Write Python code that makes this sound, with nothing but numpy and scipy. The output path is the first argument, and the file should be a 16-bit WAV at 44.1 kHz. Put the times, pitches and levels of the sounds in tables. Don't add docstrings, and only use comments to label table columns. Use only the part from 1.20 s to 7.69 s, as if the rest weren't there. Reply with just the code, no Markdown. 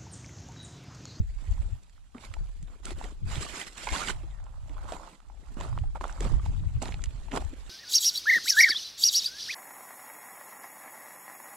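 import sys
import numpy as np
from scipy import signal
from scipy.fft import rfft, irfft
from scipy.io import wavfile
from scipy.ndimage import uniform_filter1d

SR = 44100
rng = np.random.default_rng(int(sys.argv[2]) if len(sys.argv) > 2 else 0)


def int16_out(signal):
    q = np.round(np.clip(np.atleast_2d(signal).T, -1, 1) * 32767)
    wavfile.write(sys.argv[1], SR, q.astype(np.int16))


N = 286429


def amp(db):
    return 10 ** (np.asarray(db) / 20)


def evened(x):
    return x / np.sqrt(np.mean(x ** 2, -1, keepdims=True) + 1e-20)


def noise():
    return rng.standard_normal((2, N))


def read(points, size=N):
    f_hz, value = np.transpose(points)
    bins_hz = np.fft.rfftfreq(size, 1 / SR)
    return np.interp(np.log(bins_hz + 1), np.log(f_hz + 1), value)


def curves(rows):
    s, *columns = np.transpose(rows)
    t = np.arange(N) / SR
    return [np.interp(t, s, c) for c in columns]


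def coloured(x, points):
    return evened(irfft(rfft(x) * amp(read(points)), N))


def flicker(hz, depth_db):
    b, a = signal.butter(2, hz, fs=SR)
    slow = signal.lfilter(b, a, rng.standard_normal(N))
    return evened(amp(depth_db * evened(slow)))


def add(mix, s, sound):
    part = mix[:, round(s * SR):][:, :len(sound.T)]
    part += sound[:, :len(part.T)]


def tread():
    # (frequency [Hz], density [dB per Hz])
    grind_spectrum = [(310, -74), (520, -4), (843, -0.5), (1410, -6.5), (1840, -22), (2200, -26),
                      (2860, -42), (4840, -120)]
    weight_spectrum = [(82, -83), (140, 1), (274, -0.5), (340, -1), (409, -3.5), (560, -11), (730, -14),
                       (1230, -120)]
    crackle_spectrum = [(1000, -4.5), (1700, -3.5), (2160, -3.5), (3500, -6), (4530, -8), (6030, -11.5),
                        (7470, -5), (9070, -14), (10400, -13), (13900, -39), (15500, -43)]
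    # (frequency [Hz], relative density [dB per Hz])
    fizz_spectrum = [(8500, -7), (11500, -6.5), (14200, -15), (15500, -30)]
    grinding, crackling, giving = load()
    jolts = flicker(38, 1.4)

    stones = rattle(542, 1975, cycles=1.4, per_s=60, hiss=0.75)
    grind = patchy(coloured(stones, grind_spectrum), 1.0) * grinding

    weight = coloured(noise(), weight_spectrum) * giving * flicker(33.7, 4.6)

    grit = rattle(1506, 8520, cycles=1.33, per_s=90, hiss=1.0)
    grit = grit + 1.53 * evened(grains(2000, 0.63, 0.94))
    crackle = patchy(coloured(grit, crackle_spectrum), 3.0) * crackling * flicker(160, 0.36)

    fizz_gain = amp(-30) * crackling ** 0.72
    fizz = coloured(noise(), fizz_spectrum) * fizz_gain * flicker(20, 1.9)
    return (grind + weight + crackle + fizz) * jolts


def load():
    # (start [s], rise [s], hold [s], tail t60 [s],
    # grinding of stones [dB], crackle of grit and paper [dB], low give of the bed [dB])
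    crunches = [(0.152, 0.07, 0.25, 0.71, -64, -61.5, -65.5),
                (0.941, 0.0074, 0.012, 0.55, -56.5, -65.5, -59),
                (0.988, 0.033, 0.028, 0.25, -60.5, -52.5, -60.5), (1.455, 0.08, .01, 0.36, -62.5, -65, -62),
                (1.62, 0.058, 0.045, 0.074, -51, -48, -50), (1.732, 0.11, 0.012, 0.31, -51.5, -51.5, -51),
                (2.048, 0.082, 0.048, 0.3, -49, -42.5, -55),
                (2.201, 0.017, 0.0085, 0.11, -66, -36.5, -47.5), (2.24, 0.012, 0.004, 0.13, -67, -45, -51),
                (2.268, 0.026, 0.0058, 0.5, -58, -42.5, -62), (2.32, 0.041, 0.059, 0.19, -55, -40.5, -52),
                (2.459, 0.011, 0.012, 0.05, -68, -43.5, -62), (2.558, 0.019, 0.23, 0.34, -71, -45, -77),
                (2.693, 0.036, 0.026, 0.29, -42, -39, -44), (2.766, 0.034, 0.04, 0.088, -48, -39, -57),
                (2.829, 0.048, 0.031, 0.069, -44.5, -36.5, -45.5),
                (3.435, 0.22, 0.22, 0.21, -51, -60.5, -58), (3.654, 0.081, 0.0089, 0.14, -48, -49, -49.5),
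                (3.716, 0.081, 0.15, 0.16, -65, -61, -64), (4.364, 0.0059, 0.048, 0.12, -54, -58.5, -54),
                (4.398, 0.0042, 0.0053, 0.55, -42, -48.5, -47),
                (4.747, 0.0034, 0.021, 0.058, -45, -57, -55.5),
                (4.801, 0.012, 0.0057, 0.14, -51, -51, -48.5),
                (4.833, 0.0043, 0.0066, 0.051, -39, -52.5, -49), (4.845, .01, 0.052, 1, -51.5, -56.5, -58),
                (4.987, 0.031, 0.025, 0.53, -44, -47.5, -42.5),
                (5.249, 0.005, 0.0054, 0.48, -57.5, -54.5, -55.5),
                (5.617, 0.002, 0.0063, 0.43, -43.5, -44.5, -42.5),
                (6.109, 0.039, 0.031, 0.064, -40.5, -45.5, -35),
                (6.165, 0.0091, 0.007, 0.02, -30.5, -38.5, -34.5),
                (6.184, 0.022, 0.009, 0.16, -52, -52.5, -65)]
    # (time [s], grinding [dB], crackle [dB], give [dB])
    shuffle = [(0.0, -79, -64.5, -68), (0.9, -78.5, -73.5, -103), (1.15, -61.5, -62.5, -66),
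               (1.45, -79, -69.5, -74), (2.03, -75, -70, -67), (2.9, -66, -45, -61),
               (2.94, -55.5, -57.5, -64), (3.1, -65.5, -65.5, -91), (3.25, -60.5, -70, -74),
               (3.45, -67.5, -68, -81), (4.03, -71, -74, -72.5), (4.35, -64, -64, -61.5),
               (4.74, -74, -69.5, -82), (5.3, -65.5, -63.5, -76), (6.07, -65.5, -62, -59),
               (6.49, -64, -58.5, -60.5)]
    rise_power = 0.94
    power = amp(curves(shuffle)) ** 2
    t = np.arange(2 * SR) / SR
    for s, rise_s, hold_s, t60_s, *db in crunches:
        swell = np.minimum(t / max(rise_s, .002), 1) ** rise_power
        tail = amp(-60 * np.maximum(t - rise_s - hold_s, 0) / max(t60_s, .01))
        add(power, s, (amp(db)[:, None] * swell * tail) ** 2)
    return np.sqrt(power)


def rattle(low_hz, high_hz, cycles, per_s, hiss):
    out, t = np.zeros((2, N)), np.arange(700) / SR
    for hz in np.geomspace(low_hz, high_hz, num=9):
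        envelope = np.exp(-t * hz / cycles) * np.minimum(t * hz / cycles, 1)
        ring = np.sin(2 * np.pi * hz * t) * envelope
        struck = signal.oaconvolve(grains(per_s, 4.0, hiss), ring[None])[:, :N]
        out += evened(struck) * np.sqrt(hz)
    return evened(out)


def grains(per_s, spread_db, hiss):
    size_db = spread_db * np.minimum(rng.exponential(1, (2, N)), 4)
    size = amp(size_db) * rng.choice([-1., 1.], (2, N))
    hits = rng.random((2, N)) < per_s / SR
    return evened(size * hits) + hiss * noise()


def patchy(x, depth_db):
    z = signal.stft(x, nperseg=512, noverlap=384)[2]
    field = rng.standard_normal(z.shape[1:])
    field = uniform_filter1d(uniform_filter1d(field, size=4, axis=0), size=11, axis=1)
    swelling = z * amp(depth_db * field / field.std())
    return evened(signal.istft(swelling, nperseg=512, noverlap=384)[1][:, :N])


def knocks():
    # (time [s], nominal peak [dB], pitch [Hz], t60 [cycles of the pitch])
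    hits = [(0.222, -41.5, 258, 6.2), (0.488, -50, 616, 11), (0.7795, -44, 1270, 8.7),
            (0.947, -43, 1200, 34), (0.949, -31, 244, 15.6), (0.966, -42, 1330, 22),
            (1.04, -29.5, 1050, 7.5), (1.048, -38, 2320, 15), (1.1403, -37.5, 1330, 21),
            (1.1676, -35.5, 850, 10), (1.6676, -34, 1400, 30), (1.7067, -26, 640, 4.4),
            (1.715, -33, 354, 16.4), (1.8129, -24.5, 856, 7.8), (1.856, -28, 730, 6.2),
            (1.903, -45, 1020, 17), (2.156, -42, 3480, 76), (2.229, -31, 1200, 34),
            (2.264, -34.5, 1155, 46), (2.414, -32.5, 2000, 66), (2.415, -32, 3170, 76),
            (2.673, -28.5, 2160, 40), (2.671, -24, 927, 37), (2.678, -24.5, 905, 29),
            (2.6894, -30.5, 2150, 96), (2.6877, -30, 1040, 23), (2.713, -28, 2220, 18),
            (2.738, -29.5, 973, 42), (2.75, -25.5, 1100, 35), (2.761, -25, 3500, 41),
            (2.762, -26.5, 1470, 31), (2.797, -20, 1230, 7.5), (2.8055, -29, 1217, 85),
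            (2.8165, -31, 1360, 140), (2.8287, -24, 1430, 32), (2.8848, -27.5, 1540, 55),
            (2.884, -23.5, 2950, 39), (2.8997, -24, 1520, 38), (3.034, -40, 328, 22),
            (3.1243, -44, 730, 9.5), (3.202, -46.5, 1400, 18), (3.266, -44, 1030, 30),
            (3.341, -42, 1020, 15), (3.496, -45.5, 294, 34), (3.581, -33, 1310, 8.3),
            (3.7214, -21.5, 656, 12.4), (3.727, -35, 460, 23), (3.875, -29, 980, 5.8),
            (4.0028, -43.5, 1250, 12), (4.099, -42, 850, 15), (4.369, -23.5, 243, 3.3),
            (4.3709, -35, 1350, 11), (4.4098, -20.5, 1000, 10), (4.4506, -31.5, 1070, 12),
            (4.5282, -32.5, 1100, 11), (4.5769, -19, 1110, 6.2), (4.6375, -39, 786, 22),
            (4.752, -32, 1000, 7.5), (4.756, -25.5, 874, 19), (4.81, -39.5, 370, 19),
            (4.8105, -18, 1000, 13), (4.8412, -16, 1160, 11), (4.8529, -24, 860, 7.8),
            (4.874, -33, 1060, 9.7), (4.896, -23, 1440, 9.3), (4.9763, -24.5, 1220, 6.3),
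            (4.984, -28, 1100, 6.5), (5.007, -29, 432, 16), (5.051, -26.5, 1150, 13),
            (5.146, -34.5, 920, 8.4), (5.196, -38.5, 1195, 29), (5.261, -27, 855, 13.4),
            (5.4372, -44, 1030, 11), (5.622, -24.5, 282, 7), (5.6175, -24, 700, 4.3),
            (5.6315, -21.5, 746, 9.9), (5.6588, -22, 925, 10.4), (5.69, -21.5, 900, 5.8),
            (5.7411, -33.5, 790, 13.5), (5.7932, -38, 1340, 16), (6.084, -37.5, 870, 17),
            (6.138, -21.5, 293, 8.3), (6.1385, -26.5, 780, 19), (6.153, -23, 620, 4.2),
            (6.174, -19, 1030, 6.8), (6.2213, -31.5, 780, 14), (6.246, -42, 915, 11)]
    # (multiple of the pitch [ratio], level [dB])
    modes = [(1.001, -1.5), (1.55, -11), (2.6, -13.5), (4.1, -33)]
    rise_cycles = 0.84
    out, t = np.zeros((2, N)), np.arange(4000) / SR
    for s, db, hz, t60_cycles in hits:
        rough = rng.standard_normal((2, len(t)))
        rough = evened(uniform_filter1d(uniform_filter1d(rough, size=50), size=50))
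        ring = np.zeros(len(t))
        for k, mode_db in modes:
            decay = amp(mode_db - 60 * t * k * hz / max(t60_cycles, 4))
            ring += decay * np.sin(2 * np.pi * k * hz * t)
        ring = ring + 0.3 * ring * rough
        add(out, s, amp(db) * ring * np.minimum(t * hz / rise_cycles, 1))
    return out


def snaps():
    # (time [s], nominal peak [dB], bright edge [dB])
    clicks = [(0.148, -50, -7), (0.311, -45, 7), (0.633, -50, 10), (0.696, -49.5, -14), (0.982, -39, -42),
              (1.139, -31, -14), (1.271, -50, -18), (1.427, -43.5, -4), (1.654, -26, 1), (1.7062, -31, -13),
              (1.787, -40, -12), (1.8416, -31.5, -18), (2.156, -29, -35), (2.399, -27, 5),
              (2.688, -25, -15), (2.723, -30, -30), (3.241, -50, -5), (3.495, -44, -21), (3.694, -44, -20),
              (3.721, -30.5, -10), (4.003, -53, -8), (4.085, -55, -6), (4.41, -32.5, -16),
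              (4.587, -39, -24), (4.811, -41, -15), (4.88, -42, 4), (4.926, -40, 11), (5.006, -27, -8),
              (5.261, -40.5, -19), (5.618, -36, -24), (5.625, -23, 17), (5.656, -30, -19),
              (5.682, -31.5, -18), (5.722, -29.5, -34), (5.7418, -34.5, -25), (5.8193, -39, -18),
              (5.839, -25.5, -8), (5.858, -37.5, -16), (6.114, -37, -20), (6.1177, -28.5, -37),
              (6.1609, -25.5, -9), (6.174, -25.5, -22), (6.249, -41, -5)]
    # (frequency [Hz], relative level [dB])
    body_spectrum = [(900, -26), (1800, 4), (3200, 2.5), (5500, -13.5), (8000, -75)]
    # (frequency [Hz], relative level [dB])
    edge_spectrum = [(3500, -1), (5500, 9.5), (7500, 16), (10000, 5), (15000, -52)]
    crest_db = 4
    out, t = np.zeros((2, N)), np.arange(1024) / SR
    body, edge = amp(read(body_spectrum, size=1024)), amp(read(edge_spectrum, size=1024))
    attack = np.minimum(t / 0.00048, 1)
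    decay = np.exp(-t / 0.0012) + 0.17 * np.exp(-t / 0.006)
    for s, db, edge_db in clicks:
        white = rng.standard_normal((1, len(t)))
        burst = evened(irfft(rfft(white) * (body + amp(edge_db) * edge)))
        add(out, s, amp(db - crest_db) * burst * attack * decay)
    return out


def wind():
    # (time [s], level [dB], flutter relative to the lumps [dB])
    buffeting = [(0.0, -17, 0.5), (0.07, -37.5, -24), (0.22, -36.5, -12.5), (0.29, -34.5, -5.5),
                 (0.55, -37, -6), (0.65, -55, -12.5), (1.03, -50, -9), (1.21, -30, -8.5),
                 (1.34, -39.5, -27), (1.43, -39.5, 2), (1.58, -42, -24), (1.75, -34, -6.5),
                 (1.95, -37.5, -36), (2.03, -33, 1), (2.2, -35, 2), (2.4, -58, -52), (2.64, -49.5, -22),
                 (2.73, -36, -22), (2.95, -36.5, -9), (3.23, -39, -14), (3.6, -34, -13.5), (3.95, -56, -37),
                 (4.21, -44.5, -18.5), (4.6, -30.5, 2), (4.88, -42, -24.5), (5.02, -25, -6.5),
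                 (5.6, -36.5, 4.5), (5.9, -39.5, -2.5), (6.25, -30.5, -13), (6.36, -39, -31),
                 (6.49, -38.5, -29)]
    # (frequency [Hz], relative density [dB per Hz])
    lump_spectrum = [(7.1, -27), (12, -5), (36, 7.5), (55, 0.5), (83, -13), (130, -24.5), (170, -29),
                     (290, -120)]
    # (frequency [Hz], relative density [dB per Hz])
    flutter_spectrum = [(47, -2), (80, 2), (109, 1), (173, -11.5), (253, -25.5), (323, -26), (420, -39.5),
                        (550, -45), (920, -120)]
    level_db, flutter_db = curves(buffeting)
    lumps = coloured(noise(), lump_spectrum)
    fast = coloured(noise(), flutter_spectrum) * [flicker(29, 2), flicker(23, 2)]
    eddies = [flicker(5, 3.5), flicker(6, 3.5)]
    return amp(level_db) * (lumps + amp(flutter_db) * fast) * eddies


def thumps():
    # (centre [s], nominal peak [dB], pitch [Hz], left minus right [dB])
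    swings = [(0.011, -22, 65, -22), (0.294, -21.5, 62.7, -5), (0.317, -16, 53, 29),
              (0.404, -18.5, 55.4, -13), (0.465, -27, 75, -17), (0.531, -22, 71.4, 29),
              (1.11, -30.5, 67.6, -25), (1.733, -32.5, 63.4, -5), (2.046, -27.5, 73.5, -14),
              (2.066, -25, 80.4, 0), (2.133, -27, 59.4, -22), (2.182, -22.5, 104, -20),
              (2.198, -30, 69, 16), (2.728, -24, 52, 31), (4.594, -25.5, 84, 12), (4.622, -22, 79, -3),
              (4.677, -32, 54, 20), (5.176, -21, 55.3, -15), (5.2, -28, 58.3, 13), (5.23, -34, 56, -1),
              (5.242, -23, 68.4, 1), (5.285, -19.5, 72, 16), (5.47, -18, 67.5, 19), (5.559, -18.5, 81, 33),
              (5.883, -22, 54.5, -35), (6.216, -29, 56, 18), (6.258, -22, 61.3, 29)]
    out = np.zeros((2, N))
    for s, db, hz, pan_db in swings:
        turns = np.arange(round(2.2 * SR / hz)) * hz / SR
        phase_turns = rng.random((2, 1))
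        swing = np.sin(2 * np.pi * (turns + phase_turns)) * np.hanning(len(turns))
        start_s = max(s - len(turns) / SR / 2, 0)
        add(out, start_s, amp(db) * split(pan_db)[:, None] * swing)
    return out


def split(pan_db):
    sides = amp(np.array([pan_db, -pan_db]) / 2)
    return sides / np.sqrt((sides ** 2).mean(0))


def bird():
    # (time [s], pitch [Hz], level [dB])
    whistle = [(3.092, 2210, -73), (3.11, 2130, -73), (3.14, 1850, -68), (3.2, 1800, -65)]
    hz, db = curves(whistle)
    t = np.arange(N) / SR
    sounding = (t > whistle[0][0]) * (t < whistle[-1][0])
    tone = np.sin(2 * np.pi * np.cumsum(hz) / SR)
    return amp(db) * flicker(120, 5.1) * tone * sounding


def air():
    # (frequency [Hz], relative density [dB per Hz])
    hiss_spectrum = [(88, -20), (150, 4), (248, -6), (530, -25), (1340, -15), (2140, -26), (3910, -17.5),
                     (4480, -18.5), (9360, -20), (12300, -39), (15500, -51)]
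    level_db = -73.5
    return amp(level_db) * coloured(noise(), hiss_spectrum)


def ports(pair):
    # (frequency [Hz], left minus right [dB])
    shade_db = [(60, 6), (110, 2), (200, -3), (380, 1.5), (700, -7), (1290, -13), (2380, -7.5),
                (4400, -5.0), (8120, -5), (15000, 4.5)]
    # (frequency [Hz], phase by which the left port leads [rad])
    lead_rad = [(450, 0), (860, -.7), (1150, .9), (1700, .8), (3900, 0), (5300, -1.6), (7000, -1.5),
                (12000, -3.7)]
    # (frequency [Hz], likeness of the ports [0-1])
    likeness = [(200, 1), (600, 0.74), (1400, 0.27), (3000, 0.51), (7000, 0.12), (14000, 0.17)]
    a, b = rfft(pair)
    same, shade = np.clip(read(likeness), 0, 1), amp(read(shade_db))
    blend = same * a + np.sqrt(1 - same ** 2) * b
    left = shade * np.exp(1j * read(lead_rad)) * blend
    balance = 2 / np.sqrt(1 + shade ** 2 + shade)
    return irfft(np.array([left, a]) * balance, N)


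def scene():
    airborne = tread() + knocks() + snaps() + air() + bird()
    return ports(airborne) + wind() + thumps()


def record(dry):
    fade_s, edge_hz = .003, 15400
    faded = dry * np.minimum(np.arange(N) / (fade_s * SR), 1)
    lowpass = signal.firwin(511, edge_hz, window=("kaiser", 9), fs=SR)
    return signal.oaconvolve(faded, lowpass[None], "same")


dry = scene()
out = record(dry)
int16_out(out)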